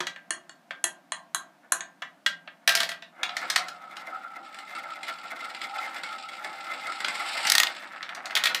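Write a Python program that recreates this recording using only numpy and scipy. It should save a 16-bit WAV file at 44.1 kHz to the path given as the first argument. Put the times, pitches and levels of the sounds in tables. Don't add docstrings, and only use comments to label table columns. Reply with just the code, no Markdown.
import sys
import numpy as np
from scipy import signal
from scipy.fft import rfft, irfft, next_fast_len
from scipy.io import wavfile
from scipy.ndimage import map_coordinates

SR = 44100
rng = np.random.default_rng(int(sys.argv[2]) if len(sys.argv) > 2 else 0)


def bounce(signal):
    frames = np.transpose(np.atleast_2d(signal))
    limited = np.clip(frames, -1, 1)
    pcm = np.round(limited * 32767).astype(np.int16)
    wavfile.write(sys.argv[1], SR, pcm)


N = 379260

# (time [s], level [dB], knock [dB], snap [dB])
RIM_HITS = [(0.004, -27, -2, -4), (0.068, -29.5, -14, -3), (0.16, -40.5, -6, -17),
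            (0.707, -32.5, -4.5, -14.5), (2.02, -32, -3, -12.5), (2.262, -18, -14.5, -3),
            (2.475, -40.5, -2.5, -33)]
# (time [s], level [dB], knock [dB], snap [dB], peg pitch [Hz], peg ring [dB], top of the click [Hz])
PEG_HITS = [(0.3062, -30, -12, 3, 4300, -3.5, 10000), (0.494, -46, -8, -2, 4400, -7.5, 8600),
            (0.8405, -28, -9, 6.5, 4100, -6, 11200), (1.12, -30.5, -26, -1, 4060, -1.5, 9400),
            (1.3465, -28, -21, -0.5, 4000, -11, 12600), (1.7207, -24.5, -9.5, 4.5, 4103, 2.5, 11500),
            (1.8065, -36, -34, 3, 3970, -14, 8100)]
# (time [s], level [dB], snap [dB])
OUTLET_HITS = [(2.6756, -17, -4.5), (2.6912, -22.5, -2), (2.722, -34, -3), (2.7511, -23.5, 3),
               (2.7729, -27.5, -11), (2.8024, -23.5, -3.5), (2.8314, -29, -3), (2.8903, -32, -4),
               (2.916, -36.5, -10), (3.0222, -43, -17)]
# (time [s], level [dB], snap [dB])
WALL_HITS = [(3.2312, -25, -5.5), (3.2918, -35, -15), (3.3668, -28.5, -2), (3.4998, -26.5, 4),
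             (3.5596, -19.5, -0.5), (3.6835, -38.5, 1), (3.9674, -40.5, -2), (7.0455, -26, -8),
             (7.4693, -28.5, 6), (8.0277, -35, -9.5), (8.091, -37.5, -13), (8.148, -43.5, 4.5),
             (8.256, -39, 5), (8.3068, -37, -10)]
# (time [s], level [dB])
FUNNEL_HOPS = [(4.544, -42.5), (4.5869, -40.5), (4.7498, -39), (5.0308, -36), (5.547, -37.5), (5.615, -34),
               (6.0342, -34), (6.445, -35), (6.869, -35.5), (6.9204, -36), (7.0029, -32.5), (7.0823, -28.5),
               (7.1495, -35.5), (7.4502, -27)]
# (time [s], level [dB], snap [dB])
THROAT_HITS = [(7.4992, -28, 8), (7.5194, -21.5, 2.5), (7.5358, -44, 0), (7.5516, -20.5, -2),
               (7.5809, -19, -1.5), (7.6, -18.5, -4), (7.6326, -22.5, -3.5), (7.6691, -28.5, -16)]
# (time [s], level [dB], snap [dB])
LOWER_TUBE_HITS = [(8.3524, -23.5, -0.5), (8.3644, -23, -15), (8.3716, -24.5, -8), (8.4375, -23, -4),
                   (8.4556, -21, -6), (8.4693, -23, -10), (8.546, -24.5, -4)]
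# (time [s], level [dB], relative grit [dB])
ROLL_ENVELOPE = [(3.02, -68, 2), (3.17, -52, -21), (3.2, -40.5, -33), (3.47, -43.5, -2), (3.75, -49, -12.5),
                 (4.42, -51, -7), (4.58, -51.5, -0.5), (5.3, -48.5, -1.5), (5.65, -45, -1),
                 (6.6, -46.5, -3), (7.05, -39.5, -2), (7.35, -34.5, -1), (7.44, -35.5, 3),
                 (7.49, -27.5, -4), (7.8, -48.5, -0.5), (8.15, -44, -22.5), (8.6, -45.5, -6)]
# (time [s], pitch [Hz])
BOWL_GLIDE = [(3.75, 728), (4.4, 787), (7.3, 793)]
# (time [s], hum boost [dB], scrape
# boost [dB])
ANTINODE_PASSES = [(4.16, 9, 1), (4.255, 9, 3), (4.768, 12, 11), (4.916, 10, 7), (5.1, 7, 12), (5.44, 9, 3),
                   (5.63, 5, 7), (5.782, 13, 8), (6.12, 10, 4), (6.7, 12, 4), (6.904, 10, 1), (7.205, 11, 0)]

# (frequency [Hz], width [Hz], level [dB])
BOARD_MODES = [(360, 11, -2.5), (664, 59, 8), (1043, 55, -3.5), (1592.6, 6.7, -5.5), (1769, 35, -4.5),
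               (1944, 13, -8.5), (2880, 30, -11.5), (3290, 51, -9.5), (4530, 110, -12), (6640, 130, 7),
               (7200, 170, 4)]
TUBE_MODES = [(1294, 15, -4.5), (1870, 29, 7.5), (3400, 310, 12), (4040, 120, -3), (4800, 840, -12)]
FUNNEL_MODES = [(1890, 110, 1.5), (2070, 55, 9.5), (2209, 17, 4), (3440, 66, -1.5), (3800, 88, -15),
                (4860, 100, -22)]
# (frequency [Hz], level [dB])
RIM_COLOUR = [(130, -14.5), (450, -24), (620, -8.5), (900, -9.5), (1900, 5.5), (4100, -9.5), (4900, -20),
              (6500, -21), (9000, -31.5), (15500, -45)]
PEG_COLOUR = [(130, -10), (280, 1.5), (355, 17), (440, -18.5), (700, 2), (900, -1.5), (1600, -2),
              (2400, -10.5), (4400, -13), (4750, -24.5), (5900, -5.5), (6600, -1.5), (11000, 7),
              (14000, -20)]
TUBE_COLOUR = [(130, -27), (480, -17), (670, -8), (950, -12.5), (1900, -9), (4100, -8.5), (6200, -17.5),
               (15500, -28)]
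ROLL_COLOUR = [(170, -26.5), (330, -4.5), (430, -18), (530, -5.5), (1050, -3), (1700, 2), (2600, -7.5),
               (6000, -17.5)]
SKIP_COLOUR = [(600, 1), (2200, 4.5), (3500, -2), (5000, -6.5), (6400, -24.5), (7500, -10.5), (9500, -21),
               (15500, -39.5)]
WALL_COLOUR = [(130, -13), (450, -9), (740, 13.5), (950, -2), (1400, 6.5), (4000, 2), (8000, -12),
               (15500, -28)]
# (frequency [Hz], level [dB])
ROOM_TONE_COLOUR = [(100, 1), (170, 3), (300, 2), (430, -15), (700, 3.5), (900, -6), (3000, -16.5),
                    (15500, -31.5)]
# (frequency [Hz], time to fade by 60 dB [s])
REVERB_DECAY = [(200, 0.4), (600, 0.47), (1500, 0.24), (4000, 0.2), (10000, 0.15)]

FUNNEL_S, THROAT_S = 3.15, 7.5
KNOCK_BELOW_HZ, SNAP_ABOVE_HZ, TOP_HZ = 1200, 4500, 15500
WAVER = .007


def amp(db):
    return 10 ** (np.asarray(db) / 20)


def unit(x):
    return x / np.sqrt(np.mean(x ** 2) + 1e-20)


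def along(points, hz):
    point_hz, values = np.transpose(points)
    return np.interp(np.log(hz + 1), np.log(point_hz + 1), values)


def curves(rows):
    times, *columns = np.transpose(rows)
    return [np.interp(np.arange(N) / SR, times, column) for column in columns]


def wobble(rate):
    return map_coordinates(rng.standard_normal(int(N * rate / SR) + 4), [np.arange(N) * rate / SR])


def filtered(x, response):
    size = next_fast_len(len(x) + 8192)
    return irfft(rfft(x, size) * response(np.fft.rfftfreq(size, 1 / SR)), size)[:len(x)]


def coloured(x, colour, size=1024):
    gain = amp(along(colour, np.fft.rfftfreq(2 * size, 1 / SR)))
    fold = np.r_[1, np.full(size - 1, 2), 1, np.zeros(size - 1)]
    cepstrum = irfft(np.log(gain)) * fold
    impulse = irfft(np.exp(rfft(cepstrum)))[:size]
    return signal.fftconvolve(x, impulse)[:len(x)]


def band(x, hz, kind, order=3):
    return signal.sosfilt(signal.butter(order, hz, kind, fs=SR, output="sos"), x)


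def in_room(x, wet_db, size=14000):
    hz, t, noise = signal.stft(rng.standard_normal(size), SR, nperseg=256)
    decay = amp(-60 * t / along(REVERB_DECAY, hz)[:, None])
    tail = signal.istft(noise * decay * (1 - np.exp(-t / 0.0037)), SR, nperseg=256)[1]
    return x + amp(wet_db) * signal.fftconvolve(x, tail / np.linalg.norm(tail))[:len(x)]


def room_tone():
    return amp(-60) * unit(filtered(rng.standard_normal(N), lambda hz: amp(along(ROOM_TONE_COLOUR, hz))))


def clacks(hits, colour, modes, crack_t60, ring_db, wet_db, knock_db, snap_db, size=15000):
    out, t = np.zeros(N + 2 * size), np.arange(size) / SR
    hz, width, db = np.transpose(modes)[:, :, None]
    onset = 1 - np.exp(-t / 0.0006)
    rings = amp(db) * np.sqrt(width) * np.exp(-np.pi * width * t) * np.sin(2 * np.pi * hz * t) * onset
    contact = amp(-60 * t / crack_t60) * onset
    for s, level, knock, snap in hits:
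        crack = coloured(rng.standard_normal(size) * contact, colour)
        ring = (amp(rng.normal(0, 3, len(hz))) * rng.choice([-1, 1], len(hz))) @ rings
        blow = in_room(unit(crack) + amp(ring_db) * unit(ring), wet_db)
        low = band(blow, KNOCK_BELOW_HZ, "low")
        mid = band(blow, (KNOCK_BELOW_HZ, SNAP_ABOVE_HZ), "band")
        high = band(blow, SNAP_ABOVE_HZ, "high")
        for part, share_db in ((low, knock + knock_db), (mid, 0), (high, snap + snap_db)):
            attack_rms = np.std(part[:SR // 50])
            out[round(s * SR):][:size] += amp(level + share_db) * part / attack_rms
    return out[:N]


def peg_board():
    pegs = np.zeros(N)
    for *hit, peg_hz, peg_db, reach_hz in PEG_HITS:
        modes = [*BOARD_MODES, (peg_hz, 45, peg_db)]
        click = clacks([hit], PEG_COLOUR, modes, crack_t60=0.011,
                       ring_db=-3.5, wet_db=-5.5, knock_db=-5.5, snap_db=-2)
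        pegs += band(click, reach_hz, "low", order=10)
    rim = clacks(RIM_HITS, RIM_COLOUR, BOARD_MODES[3:8], crack_t60=0.036,
                 ring_db=-3, wet_db=-6, knock_db=-1.5, snap_db=-0.5)
    return pegs + rim


def hum(hits, hz, t60, rise_s, follow):
    t = np.arange(N) / SR
    swell = amp(-60 * t[:SR] / t60) * (1 - np.exp(-t[:SR] / rise_s))
    power = np.zeros(N + SR)
    for s, level, *_ in hits:
        power[round(s * SR):][:SR] += (amp(follow * level) * swell) ** 2
    return np.sqrt(power[:N]) * np.sin(2 * np.pi * hz * t + .5 * wobble(27))


def hollow_notes():
    landing = hum(RIM_HITS[:1], hz=BOARD_MODES[0][0], t60=0.17, rise_s=0.0014, follow=0.8)
    outlet = hum(OUTLET_HITS, hz=676, t60=0.2, rise_s=0.0022, follow=0.67)
    shakes = [*PEG_HITS, *RIM_HITS, *OUTLET_HITS, *LOWER_TUBE_HITS, *WALL_HITS]
    tower = hum(shakes, hz=168, t60=0.48, rise_s=0.13, follow=.73)
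    return amp(-11) * landing + amp(-17) * outlet + amp(-28) * tower


def tube_rattles():
    outlet, throat, lower = ([(s, level, 0, snap) for s, level, snap in hits]
                             for hits in (OUTLET_HITS, THROAT_HITS, LOWER_TUBE_HITS))
    drop = clacks(outlet, TUBE_COLOUR, BOARD_MODES[3:8], crack_t60=0.032,
                  ring_db=-7, wet_db=-3.5, knock_db=-18, snap_db=-2.5)
    rattle = clacks(throat, TUBE_COLOUR, TUBE_MODES, crack_t60=0.018,
                    ring_db=-6, wet_db=-10, knock_db=-24, snap_db=-0.5)
    clatter = clacks(lower, TUBE_COLOUR, TUBE_MODES, crack_t60=0.032,
                     ring_db=-3.5, wet_db=-5, knock_db=-20, snap_db=-2.5)
    return drop + rattle + clatter


def bumps(rate, spread_db):
    strikes = rng.random(N) < rate / SR
    return unit(strikes * rng.standard_normal(N) * amp(spread_db * rng.standard_normal(N)))


def mode(force, hz, width_hz):
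    turn = np.exp(2j * np.pi * np.cumsum(np.broadcast_to(hz, N)) / SR)
    envelope = signal.lfilter([1], [1, -np.exp(-np.pi * width_hz / SR)], force / turn)
    return unit((envelope * turn).real)


def wall_ring(force):
    ring = np.zeros(N)
    for hz, width, db in FUNNEL_MODES:
        gain = amp(db + 2.5 * wobble(14)) * np.sqrt(width)
        ring += gain * mode(force, hz * (1 + WAVER * wobble(20)), width)
    return unit(ring)


def skips(rate, t60=.04, size=2000):
    t = np.arange(size) / SR
    clusters = amp(2 * wobble(45)) / np.sqrt(rate)
    chatter = np.zeros(N)
    for _ in range(4):
        force = bumps(rate, spread_db=1) * clusters
        echoes = rng.standard_normal(size) * amp(-60 * t / t60) * (1 - np.exp(-t / .0015))
        chatter += unit(signal.fftconvolve(force, echoes)[:N])
    return unit(coloured(chatter, SKIP_COLOUR))


def rolling(level_db, grit_db, scrape_db):
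    usual_db = np.median(level_db[round(FUNNEL_S * SR):])
    excess_db = np.maximum(level_db - usual_db, 0)
    force = bumps(rate=2500, spread_db=1) * amp(7 * wobble(55))
    ring = wall_ring(force)
    chatter = skips(rate=55 * amp(excess_db))
    rumble = unit(coloured(force, ROLL_COLOUR))
    body = unit(in_room(band(rumble, 2100, "low"), wet_db=9.5))
    bass = filtered(body, lambda hz: hz < 640)
    body += bass * (amp(-excess_db / 2) - 1)
    grit = unit(in_room(band(chatter, 2700, "high"), wet_db=-5))
    hardness = np.clip(amp(2.2 * (level_db + grit_db + 39)), 0, 1)
    soft_grit = filtered(grit, lambda hz: 1 / (1 + (hz / 9500) ** 8))
    grit = hardness * grit + (1 - hardness) * soft_grit
    wall = amp(1.5 + (grit_db - excess_db) / 2) * ring
    scraping = amp(scrape_db) * (wall + amp(grit_db) * grit) * (np.arange(N) / SR > FUNNEL_S)
    return amp(level_db) * (amp(scrape_db / 2) * body + scraping)


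def funnel_song(level_db, hum_db):
    t = np.arange(N) / SR
    force = bumps(rate=400, spread_db=0)
    bowl_hz = curves(BOWL_GLIDE)[0] * (1 + WAVER * wobble(10))
    twins = mode(force, bowl_hz, width_hz=10) + amp(-3.5) * mode(force, bowl_hz + 60, width_hz=10)
    twins = unit(band(twins, (650, 920), "band", order=2))
    bowl = amp(0.45 * level_db - 28.5 + 2.5 * wobble(10)) * twins
    tone = mode(force, 1326 * (1 + WAVER * wobble(10)), width_hz=42)
    tone = unit(in_room(band(tone, (1180, 1500), "band", order=2), wet_db=-4))
    funnel = bowl + amp(0.3 * level_db - 31.5 + hum_db + wobble(20)) * tone
    track_ring = unit(band(mode(force, 1540, width_hz=800), (1000, 2600), "band", order=2))
    entered = np.clip((t - FUNNEL_S) / .1, 0, 1)
    exited = np.clip((t - THROAT_S) / .3, 0, 1)
    return entered * amp(-8 * exited) * funnel + exited * amp(level_db + 1) * track_ring


def wall_knocks():
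    hits = [(s, level, 0, snap) for s, level, snap in WALL_HITS]
    knocks = clacks(hits, WALL_COLOUR, FUNNEL_MODES, crack_t60=0.033,
                    ring_db=-12.5, wet_db=-5, knock_db=-16.5, snap_db=-5)
    hops = [(s, level, 0, 0) for s, level in FUNNEL_HOPS]
    ticks = clacks(hops, SKIP_COLOUR, FUNNEL_MODES, crack_t60=0.035,
                   ring_db=-1, wet_db=-3, knock_db=-17, snap_db=-8)
    return knocks + ticks


def antinode_passes(half_width_s=.03):
    times, hum_db, scrape_db = np.transpose(ANTINODE_PASSES)
    swells = np.exp(-((np.arange(N) / SR - times[:, None]) / half_width_s) ** 2)
    return hum_db @ swells, scrape_db @ swells


def scene():
    level_db, grit_db = curves(ROLL_ENVELOPE)
    hum_db, scrape_db = antinode_passes()
    impacts = peg_board() + tube_rattles() + wall_knocks()
    roll = rolling(level_db, grit_db, scrape_db) + funnel_song(level_db, hum_db)
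    return (impacts + roll + hollow_notes() + room_tone())[None]


def record(dry):
    rounded = dry[0] / (1 + (dry[0] / .8) ** 6) ** (1 / 6)
    thin = band(rounded, 162, "high", order=8)
    return filtered(thin, lambda hz: np.clip((TOP_HZ - hz) / 500 + .5, 0, 1))[None]


dry = scene()
out = record(dry)
bounce(out)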